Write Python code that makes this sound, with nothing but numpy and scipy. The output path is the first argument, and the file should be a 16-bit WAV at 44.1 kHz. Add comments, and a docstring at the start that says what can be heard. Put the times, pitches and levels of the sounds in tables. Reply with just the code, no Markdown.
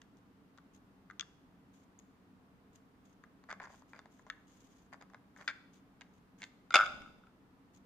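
"""Over a quiet room's murmur, loose cubes in a wooden tray tap their pockets and fingers brush the wood.
Two cubes clack, faces chirp; then the tray tilts and the cubes slide, knock and rattle.
Near the end the tray, overturned, lands on carpet: a clattering knock, jostling, rocking, late topples.
Knocks are struck modes plus a noise tick; friction is gated, coloured noise; chirps are swept sines.
Two unlike microphone ports pick up the tray; early echoes and a diffuse room tail follow."""
import sys
import numpy as np
from scipy import signal
from scipy.fft import rfft, irfft, next_fast_len
from scipy.io import wavfile

SR = 44100
rng = np.random.default_rng(int(sys.argv[2]) if len(sys.argv) > 2 else 0)


def generate_wav(sig):
    """Save sig (samples, or channels by samples) to the path in sys.argv[1] as 16-bit PCM at SR."""
    pcm = np.round(np.clip(np.atleast_2d(sig).T, -1, 1) * 32767).astype(np.int16)
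    wavfile.write(sys.argv[1], SR, pcm)


N = 346581
HIT_S = np.arange(int(.6 * SR)) / SR  # time axis of the longest knock
ATTACK = int(.004 * SR)  # samples over which a knock's level is set


def undb(db):
    """Decibels to gain."""
    return 10 ** (np.asarray(db) / 20)


def along(points, hz):
    """Read (Hz, value) points on a log-frequency axis."""
    point_hz, value = np.transpose(points)
    return np.interp(np.log(np.maximum(hz, 1)), np.log(point_hz), value)


def colour(x, points):
    """Causal, minimum-phase filter with the given (Hz, dB) response."""
    size = next_fast_len(x.shape[-1] + 2048, True) * 2
    gain = undb(along(points, np.fft.rfftfreq(size, 1 / SR)))
    # fold the cepstrum onto positive time
    cepstrum = irfft(np.log(gain))
    cepstrum[1:size // 2] *= 2
    cepstrum[size // 2 + 1:] = 0
    response = np.exp(rfft(cepstrum))
    return irfft(rfft(x, size) * response)[..., :x.shape[-1]]


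def level(x, db, count=None):
    """Scale to an rms level, taken over the first count samples."""
    return x * undb(db) / np.sqrt(np.mean(x[..., :count] ** 2) + 1e-30)


def add(out, s, x):
    """Mix a sound in at time s."""
    start = max(int(round(s * SR)), 0)
    out[:, start:start + x.shape[-1]] += x[..., :N - start]


def diffuse(count, apart_hz=3500, least=0.51):
    """Noise from all around: most alike at both ports in the bass, unrelated in the treble."""
    mid, side = rfft(rng.standard_normal((2, count)))
    hz = np.fft.rfftfreq(count, 1 / SR)
    share = np.clip(least + (hz / apart_hz) ** 2, 0, 1)
    sign = np.array([[1], [-1]])
    return irfft((mid + sign * share * side) / np.sqrt(1 + share ** 2), count)


def place(x, pan_db, lag_samples=2):
    """Left is louder than right by pan_db; the right port always lags."""
    right = np.pad(x[1], (lag_samples, 0))[:-lag_samples]
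    return np.array([x[0] * undb(pan_db / 2), right * undb(-pan_db / 2)])


def ring(modes, db, pitch=1, scatter_db=2, detune=.012, apart_hz=4500, rise_s=.0007):
    """Struck modes swell during contact, then decay; random level, tuning and phase for each blow."""
    hz, mode_db, t60_s = np.transpose(modes)[:, :, None]
    size, tune, skew, lead = rng.standard_normal((len(modes), 4)).T[:, :, None]
    hz = hz * pitch * (1 + detune * tune)
    t = HIT_S[:int(1.3 * t60_s.max() * SR) + ATTACK]
    decay = undb(mode_db + scatter_db * size - 60 * t / t60_s)
    contact = np.sin(np.pi / 2 * np.minimum(t / rise_s, 1)) ** 2
    waves = contact * decay * np.exp(2j * np.pi * hz * (t - rise_s) + 1j * lead)
    # high modes reach the ports out of step
    turn = np.exp(.5j * skew * np.minimum(hz / apart_hz, 1) ** 2)
    both_ports = np.imag([(waves * turn).sum(0), (waves / turn).sum(0)])
    return level(both_ports, db, count=ATTACK)


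def tick(spectrum, db, t60_s):
    """The brief crack of two hard faces meeting: decaying noise, coloured."""
    t = HIT_S[:2048]
    crack = diffuse(len(t)) * undb(-60 * t / t60_s)
    return level(colour(crack, spectrum), db, count=ATTACK)


def brightness(hardness, hard_db, loss_db):
    """A part's dB over the wall: hard_db at hardness 1, loss_db less at hardness 0."""
    return hard_db - loss_db * (1 - np.clip(hardness, 0, 1))


def chatter(s, length_s, db, fall_db, count):
    """Times and levels of an uneven, fading run of knocks."""
    progress = (np.arange(count) + rng.random(count)) / count
    scatter_db = 2.5 * rng.standard_normal(count)
    return zip(s + length_s * progress, db - fall_db * progress + scatter_db)


def rubbing(strokes, spectrum, grains_per_s, spread_db, smooth, uneven_db=4.0):
    """Friction: the surface catches and slips in tiny grains; each stroke starts quickly, wavers, fades."""
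    out = np.zeros((2, N))
    for s, length_s, db in strokes:
        count = max(int(length_s * SR), 64)
        t = np.arange(count) / SR
        slipping = rng.random(count) < grains_per_s / SR
        slips = slipping * undb(spread_db * np.minimum(rng.exponential(size=count), 2))
        # each slip dies off with a 0.4 ms time constant, over a smooth floor
        grip = smooth + signal.lfilter([1], [1, -np.exp(-1 / (.0004 * SR))], slips)
        # a new random pressure every 7 ms
        wander = np.interp(t, np.arange(100) * .007, rng.standard_normal(100))
        pressure = undb(uneven_db * wander)
        swell = np.sin(np.pi * np.linspace(0, 1, count) ** 0.55).clip(0) ** 0.5
        stroke = np.pad(diffuse(count) * grip * pressure * swell, ((0, 0), (0, ATTACK)))
        add(out, s, level(colour(stroke, spectrum), db))
    return out


# Murmur of air in the room. Each row: frequency in Hz, relative spectral density in dB.
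AIR_COLOUR = [(15, -54.5), (25, -14), (91, -9.5), (156, -8.5), (188, -3), (215, -10.5), (274, -4.5),
              (322, -14.5), (445, -13), (582, -21), (631, -18.5), (1140, -18.5), (2230, -28.5), (8130, -44),
              (15500, -45)]
# Low room resonances. Each row: centre in Hz, half-width to -6 dB in Hz, rms level in dB.
DRONES = [(192.4, 11, -72), (272.7, 30, -71)]


def air(murmur_db=-65):
    """Steady coloured room noise with two wavering low resonances of filtered noise."""
    hz = np.fft.rfftfreq(N, 1 / SR)
    out = level(colour(diffuse(N, apart_hz=1348, least=0.26), AIR_COLOUR), murmur_db)
    for centre_hz, width_hz, db in DRONES:
        resonance = 1 / (1 + ((hz - centre_hz) / width_hz) ** 2)
        out = out + level(irfft(rfft(diffuse(N, least=.2)) * resonance, N), db)
    return out


# Modes of the open tray's base board, its pocket walls and a cube.
# Each row: frequency in Hz, relative level in dB, t60 in s.
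BOARD_MODES = [(617, -9.5, .02), (850, -3.5, 0.014), (1050, -4, 0.024)]
WALL_MODES = [(1246, -8, 0.051), (1440, -3, 0.03), (1640, 3.5, 0.015), (1840, -7.5, 0.017),
              (2094, -5, 0.023)]
CUBE_MODES = [(2770, -1.5, 0.014), (3370, -2, 0.016), (3635, -4, 0.025), (4290, -4, .014),
              (4780, -7, 0.012), (5390, -6.5, 0.0063)]
# Colour of a hard contact. Each row: frequency in Hz, relative level in dB.
TICK_COLOUR = [(500, -24.5), (1200, 1), (3000, -4.5), (5600, -2.5), (6700, 1.5), (7500, -6), (9000, -19.5),
               (12000, -24), (15500, -27.5)]
WALL_HZ = 1640  # wall pitch at which WALL_MODES holds
TICK_GROWTH, ORDINARY_DB = 0.69, -52  # tick dB per knock dB, around an ordinary knock's level


def add_tap(out, s, db, hardness, board_db, wall_hz, pan_db):
    """A cube taps its pocket: board, wall and cube ring together; hard contacts are bright."""
    cube_db = db + brightness(hardness, hard_db=0.91, loss_db=31.5)
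    # the tick grows more slowly than the ring
    tick_db = ORDINARY_DB + TICK_GROWTH * (db - ORDINARY_DB)
    tick_db = tick_db + brightness(hardness, hard_db=-4.5, loss_db=30)
    parts = (ring(BOARD_MODES, db + board_db, detune=.03, rise_s=.0015),
             ring(WALL_MODES, db, pitch=wall_hz / WALL_HZ, rise_s=.001),
             ring(CUBE_MODES, cube_db, detune=.025, rise_s=.0004),
             tick(TICK_COLOUR, tick_db, t60_s=0.011))
    for part in parts:
        add(out, s, place(part, pan_db))


# Cube knocks. Each row: start in seconds, wall level in dB, contact hardness 0-1,
# base board over wall in dB, wall pitch in Hz, left minus right in dB.
TAP_EVENTS = [(.017, -60.5, 0.98, -22, 1564, -2), (0.576, -69, 0.96, 2, 1550, -4),
              (.584, -56.5, 0.45, -16, 1510, 6), (1.1, -48.5, 0.27, -29, 1590, 6.5),
              (1.11, -53, 0.5, -20, 1545, -2), (1.196, -47.5, 1, -22, 1535, 1),
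              (1.209, -48, 1, -19, 1570, -3), (1.226, -53.5, 0.6, -22, 1530, 4),
              (3.238, -54, .4, -14, 1605, 5), (3.439, -64.5, 0.69, 1.5, 1730, 2),
              (3.489, -51, .1, -4, 1570, 2), (3.495, -47.5, 0, -7, 1560, 3),
              (3.505, -44, 0.5, -11, 1630, 1), (3.513, -40.5, 0.5, -14, 1655, -1),
              (3.527, -45, 0.6, -1, 1550, 2), (3.6, -44.5, .3, -11, 1700, 2),
              (3.653, -52, 0.36, -4, 1590, 1), (3.821, -66, 0.6, 7.5, 1510, 2),
              (3.933, -50, 0.34, -5, 1820, 2), (3.991, -51.5, 0.76, -3, 1680, 0.5),
              (4.057, -59, .6, 4, 1660, 1), (4.194, -61.5, .25, -1, 1640, 2),
              (4.266, -60.5, 0.52, 5.5, 1630, 2), (4.3, -37, 0.69, -23, 1740, 2.5),
              (4.927, -57, 0.2, 4.5, 1730, 1), (4.942, -52.5, 0.36, 1, 1600, 1),
              (5.012, -57, 0.7, 0.5, 1730, 0), (5.024, -57, .45, -2, 1680, 2),
              (5.1, -64.5, 0.5, -1, 1510, 4), (5.135, -59.5, 0.46, 0, 1550, -4),
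              (5.145, -51, 0.45, -2, 1660, 2), (5.363, -54.5, 0.2, -10, 1710, 3),
              (5.404, -59.5, .55, 1, 1640, 1), (5.411, -58, 0.84, 0, 1620, 2),
              (5.477, -33.5, 0.63, -28, 1746, 3), (5.479, -30, 0.77, -32, 1800, 1),
              (6.01, -55, 0.89, -8, 1660, -8), (6.017, -52.5, 0.6, -10, 2180, 7),
              (6.419, -47.5, 0.8, -26, 2140, -3), (6.43, -45.5, 0.82, -13, 2050, -3),
              (6.439, -47, 0.91, -24, 2060, -1.5)]


def taps():
    """Single knocks of cubes on pocket walls as the open tray is tilted."""
    out = np.zeros((2, N))
    for tap in TAP_EVENTS:
        add_tap(out, *tap)
    return out


# Fingers on wood. Each row: start in seconds, length in seconds, rms level in dB.
BRUSH_STROKES = [(.17, 0.021, -81), (.735, 0.045, -74.5), (1.73, 0.12, -78.5), (1.99, 0.011, -70.5),
                 (2.73, 0.062, -74), (3.04, 0.11, -80.5), (3.69, 0.13, -74), (3.88, 0.058, -79),
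                 (4.1, 0.13, -79.5), (4.47, 0.41, -76), (5.36, 0.15, -75.5), (5.73, 0.077, -75.5),
                 (6.13, .07, -84), (6.38, 0.11, -73.5), (7.735, 0.049, -74)]
# Each row: frequency in Hz, relative level in dB.
BRUSH_SPECTRUM = [(1500, -5), (3400, 0.5), (4500, -6), (5700, -3.5), (6600, 1), (7600, -5.5), (9500, -14.5),
                  (13000, -12.5), (15500, -18)]


def brushes():
    """Fingers brush the wood: dense, smooth friction."""
    return rubbing(BRUSH_STROKES, BRUSH_SPECTRUM, grains_per_s=440, spread_db=2.0, smooth=0.73)


# Cube against cube. Each row: start in seconds, level in dB.
CLACK_EVENTS = [(1.196, -40.5), (1.209, -39.5)]
# Modes of a free cube. Each row: frequency in Hz, relative level in dB, t60 in s.
FREE_CUBE_MODES = [(2330, -13.5, 0.015), (2920, -17, 0.014), (3370, -0.5, 0.012), (4230, -17, 0.0063),
                   (5500, -11, 0.0075), (6500, -6.5, 0.0055)]


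def clacks():
    """A cube snaps against its neighbour near the left port and rings freely: bright and dry."""
    out = np.zeros((2, N))
    for s, db in CLACK_EVENTS:
        clack = ring(FREE_CUBE_MODES, db, scatter_db=1, detune=.003, apart_hz=9000, rise_s=.0003)
        add(out, s, place(clack, pan_db=8.0))
    return out


# Chirps. Each row: start in seconds, length in seconds, start pitch in Hz, end pitch in Hz, level in dB.
SQUEAK_EVENTS = [(1.989, 0.003, 7400, 6100, -59), (3.631, 0.0036, 8000, 5600, -68),
                 (3.643, 0.0069, 8100, 4500, -72), (3.65, 0.0047, 7750, 4800, -71)]


def squeaks():
    """A polished face sticks and slips: falling sine chirps a few milliseconds long."""
    out = np.zeros((2, N))
    for s, length_s, start_hz, end_hz, db in SQUEAK_EVENTS:
        hz = np.linspace(start_hz, end_hz, int(length_s * SR))
        chirp = np.sin(2 * np.pi * np.cumsum(hz) / SR) * np.hanning(len(hz))
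        add(out, s, level(chirp, db))
    return out


# Cubes on the base board. Each row: start in seconds, length in seconds, rms level in dB.
SLIDE_STROKES = [(3.485, 0.068, -54), (3.598, 0.089, -58), (3.67, 0.1, -69), (3.93, 0.067, -66),
                 (4.922, 0.041, -58), (5.008, 0.033, -62), (5.36, 0.055, -69), (5.395, 0.039, -60),
                 (6.4, 0.078, -64)]
# Each row: frequency in Hz, relative level in dB.
SLIDE_SPECTRUM = [(300, -11.5), (800, -4), (1300, -5.5), (1750, 0), (2300, -5), (2800, -17), (4200, -23),
                  (4800, -16), (5600, -29), (6800, -24), (9000, -36.5), (15000, -43)]


def slides():
    """Cubes slide on the base board: sparse, grainy friction."""
    return rubbing(SLIDE_STROKES, SLIDE_SPECTRUM, grains_per_s=210, spread_db=4.0, smooth=.2)


# Chattering cubes. Each row: start in seconds, length in seconds, first wall level in dB,
# contact hardness 0-1, base board over wall in dB, wall pitch in Hz.
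RATTLE_EVENTS = [(3.603, .06, -53.5, 0.4, 3.5, 1640), (3.638, .12, -59, .45, 7.5, 1640),
                 (3.936, .06, -56.5, 0.2, -5, 1620), (4.27, .025, -69.5, 0.66, 7, 1620),
                 (5.369, .09, -58, 0, -1, 1690), (5.483, .028, -38.5, 0.57, -15.5, 1807)]


def rattles(fall_db=10.5, pan_db=1.5):
    """A loose cube chatters on in six uneven, fading taps."""
    out = np.zeros((2, N))
    for start, length_s, first_db, hardness, board_db, wall_hz in RATTLE_EVENTS:
        for s, db in chatter(start, length_s, first_db, fall_db, count=6):
            add_tap(out, s, db, hardness, board_db, wall_hz, pan_db)
    return out


# Modes of the overturned tray's board and walls, damped by the carpet, of the cubes in it,
# and of the air in the closed pockets. Each row: frequency in Hz, relative level in dB, t60 in s.
SHUT_BOARD_MODES = [(466, -8.5, 0.0075), (622, -7, 0.026), (780, -9.5, 0.032)]
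SHUT_WALL_MODES = [(1300, -3.5, 0.016), (1317.4, 1, 0.046), (1421, 1.5, 0.042), (1485, -10.5, 0.046)]
SHUT_CUBE_MODES = [(2172, 2.5, 0.033), (2443, 0, .02), (2847, -1, .012), (3470, 0, 0.029),
                   (3970, -10, .012), (4970, -6, 0.024)]
POCKET_MODES = [(1182, -2, .3), (1239, -6, .2), (1267, -3, .3), (1290, -4, .35), (1351, -3, .3),
                (1408, 0, .38), (1470, -7, .55)]
# Contact heard through the tray. Each row: frequency in Hz, relative level in dB.
SHUT_TICK_COLOUR = [(500, -20), (1500, -2.5), (2400, 1.5), (4200, 0), (5600, -3.5), (7000, 1),
                    (8000, -11.5), (10000, -17.5), (15500, -27.5)]


def shut_knocks(events, pocket_db=-20):
    """Blows under the overturned tray: board, walls, cubes and tick; pocket air rings on."""
    out = np.zeros((2, N))
    for s, db, hardness in events:
        board_db = db + brightness(hardness, hard_db=-8, loss_db=17.4)
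        cube_db = db + brightness(hardness, hard_db=7.2, loss_db=30.8)
        tick_db = db + brightness(hardness, hard_db=-3, loss_db=31)
        add(out, s, ring(SHUT_BOARD_MODES, board_db, detune=.04, rise_s=.002))
        add(out, s, ring(SHUT_WALL_MODES, db, scatter_db=1.5, rise_s=.0018))
        add(out, s, ring(SHUT_CUBE_MODES, cube_db, detune=0.035, apart_hz=2800, rise_s=0.00087))
        add(out, s, tick(SHUT_TICK_COLOUR, tick_db, t60_s=0.013))
        add(out, s, ring(POCKET_MODES, db + pocket_db, detune=0, rise_s=.003))
    return out


# Cube impacts. Each row: start in seconds, wall level in dB, contact hardness 0-1.
LANDING_EVENTS = [(6.706, -38, 0.5), (6.722, -56.5, 1), (6.728, -51, 0.88), (6.741, -16.5, 0.54),
                  (6.7445, -26, 0.97), (6.754, -18, 0.52), (6.7565, -19, 0.84), (6.7655, -23.5, 0.7),
                  (6.777, -25, 0.27), (6.863, -41.5, 0.72), (7.019, -53.5, 0.67), (7.06, -51, .1),
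                  (7.077, -58.5, 0.2), (7.236, -60.5, .1), (7.269, -62.5, 0.45)]


def landings():
    """Cubes and tray hit in a tight cluster; a few cubes topple late."""
    return shut_knocks(LANDING_EVENTS)


# Tray on carpet. Each row: start in seconds, length in seconds, rms level in dB.
SETTLE_STROKES = [(6.735, 0.058, -59.5), (6.8, .42, -60.5)]
# Each row: frequency in Hz, relative level in dB.
CARPET_SPECTRUM = [(25, -4), (60, -3.5), (120, -3.5), (220, 0.5), (330, -4.5), (600, -16), (2000, -32),
                   (15000, -44)]


def settles():
    """The tray settles into the carpet pile: smooth, low friction."""
    return rubbing(SETTLE_STROKES, CARPET_SPECTRUM, grains_per_s=150, spread_db=3.5, smooth=.9)


def jostling(start_s=6.757, length_s=.11, first_db=-37, fall_db=15.5, hardness=.72):
    """Cubes jostle each other: twelve uneven, fading knocks."""
    run = chatter(start_s, length_s, first_db, fall_db, count=12)
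    return shut_knocks([(s, db, hardness) for s, db in run])


def rocking(start_s=6.789, gap_s=.0105, shrink=.88, first_db=-21, fall_db=20, hardness=.05, count=8):
    """The tray rocks to rest on the cubes: soft bounces, shrinking gaps, level falling ever faster."""
    gaps_s = gap_s * shrink ** np.arange(count - 1)
    elapsed_s = np.append(0, np.cumsum(gaps_s))
    levels_db = first_db - fall_db * (elapsed_s / elapsed_s[-1]) ** 2
    return shut_knocks([(start_s + t, db, hardness) for t, db in zip(elapsed_s, levels_db)])


# Nearby furniture and walls. Each row: delay in seconds, gain in dB.
EARLY_ECHOES = [(0.01, -16), (.024, -24), (0.033, -29)]


def reflections(x):
    """A few distinct early echoes: delayed, quieter copies."""
    return sum(undb(db) * np.pad(x, ((0, 0), (int(delay_s * SR), 0)))[:, :N]
               for delay_s, db in EARLY_ECHOES)


# Colour of the room tail. 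Each row: frequency in Hz, relative level in dB.
TAIL_COLOUR = [(200, -16), (600, -9.5), (1400, -14), (2300, -14.5), (3500, -14), (5000, -12.5),
               (7000, -10.5), (14000, -7)]
# Decay of the room tail. Each row: band centre in Hz, t60 in s.
TAIL_T60 = [(200, 0.5), (700, 0.79), (1500, .48), (3000, 0.7), (6000, 0.67), (14000, .42)]


def room(x, gap_s=0.0091, build_s=0.0026):
    """A small furnished room: dense reflections as noise that fades band by band."""
    t = np.arange(int(.8 * SR)) / SR
    log_hz = np.log(np.fft.rfftfreq(len(t), 1 / SR) + 1)
    noise = rfft(diffuse(len(t), apart_hz=2715))
    centres = np.log([hz for hz, _ in TAIL_T60])
    build = 1 - np.exp(-np.maximum(t - gap_s, 0) / build_s)
    response = 0
    # overlapping triangular bands on a log-frequency axis
    for weights, (_, t60_s) in zip(np.eye(len(centres)), TAIL_T60):
        band = irfft(noise * np.interp(log_hz, centres, weights), len(t))
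        fade = build * np.exp(-np.log(1000) * t / t60_s)
        response = response + band * fade / np.sqrt(np.sum(fade ** 2))
    mono = x.mean(0, keepdims=True)
    return signal.fftconvolve(mono, colour(response, TAIL_COLOUR), axes=1)[:, :N]


# Port colour. Each row: frequency in Hz, left minus right in dB.
PORT_DIFFERENCE = [(100, -2), (600, 0.5), (1500, 1), (2500, 0), (3400, 6), (4100, 3.5), (5000, 1.5),
                   (6500, 10.5), (7700, -7.5), (10000, -6), (15000, 1)]
# Port treble resonances. Each row: frequency in Hz, width in Hz, ring over plain sound in dB.
LEFT_PORT_RINGS = [(4890, 260, -2.5), (6690, 480, -3)]
RIGHT_PORT_RINGS = [(7500, 400, -8.5)]


def port(x, side, rings):
    """Half the port difference (side +1 left, -1 right), then the port's cavity rings in the treble."""
    x = colour(x, [(hz, side * db / 2) for hz, db in PORT_DIFFERENCE])
    return x + sum(undb(db) * signal.lfilter(*signal.iirpeak(hz, hz / width_hz, fs=SR), x)
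                   for hz, width_hz, db in rings)


def scene():
    """Tray sounds through two ports, with their echoes, over carpet friction and room murmur."""
    murmur = air()
    wood = taps() + brushes()
    close = clacks()
    wood = wood + squeaks() + slides() + rattles() + landings()
    carpet = settles()
    wood = wood + jostling() + rocking()
    left, right = wood + close
    direct = np.array([port(left, 1, LEFT_PORT_RINGS), port(right, -1, RIGHT_PORT_RINGS)])
    # the clacks are so near that little of them comes back from the room
    radiated = wood + undb(-6) * close
    return direct + reflections(radiated) + room(radiated) + carpet + murmur


def record(dry, ceiling=0.5, top_hz=15500):
    """The phone rounds the loudest peaks (tanh) and cuts everything above top_hz."""
    rounded = ceiling * np.tanh(dry / ceiling)
    return signal.sosfilt(signal.ellip(10, .2, 70, top_hz, fs=SR, output="sos"), rounded)


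dry = scene()
out = record(dry)
generate_wav(out)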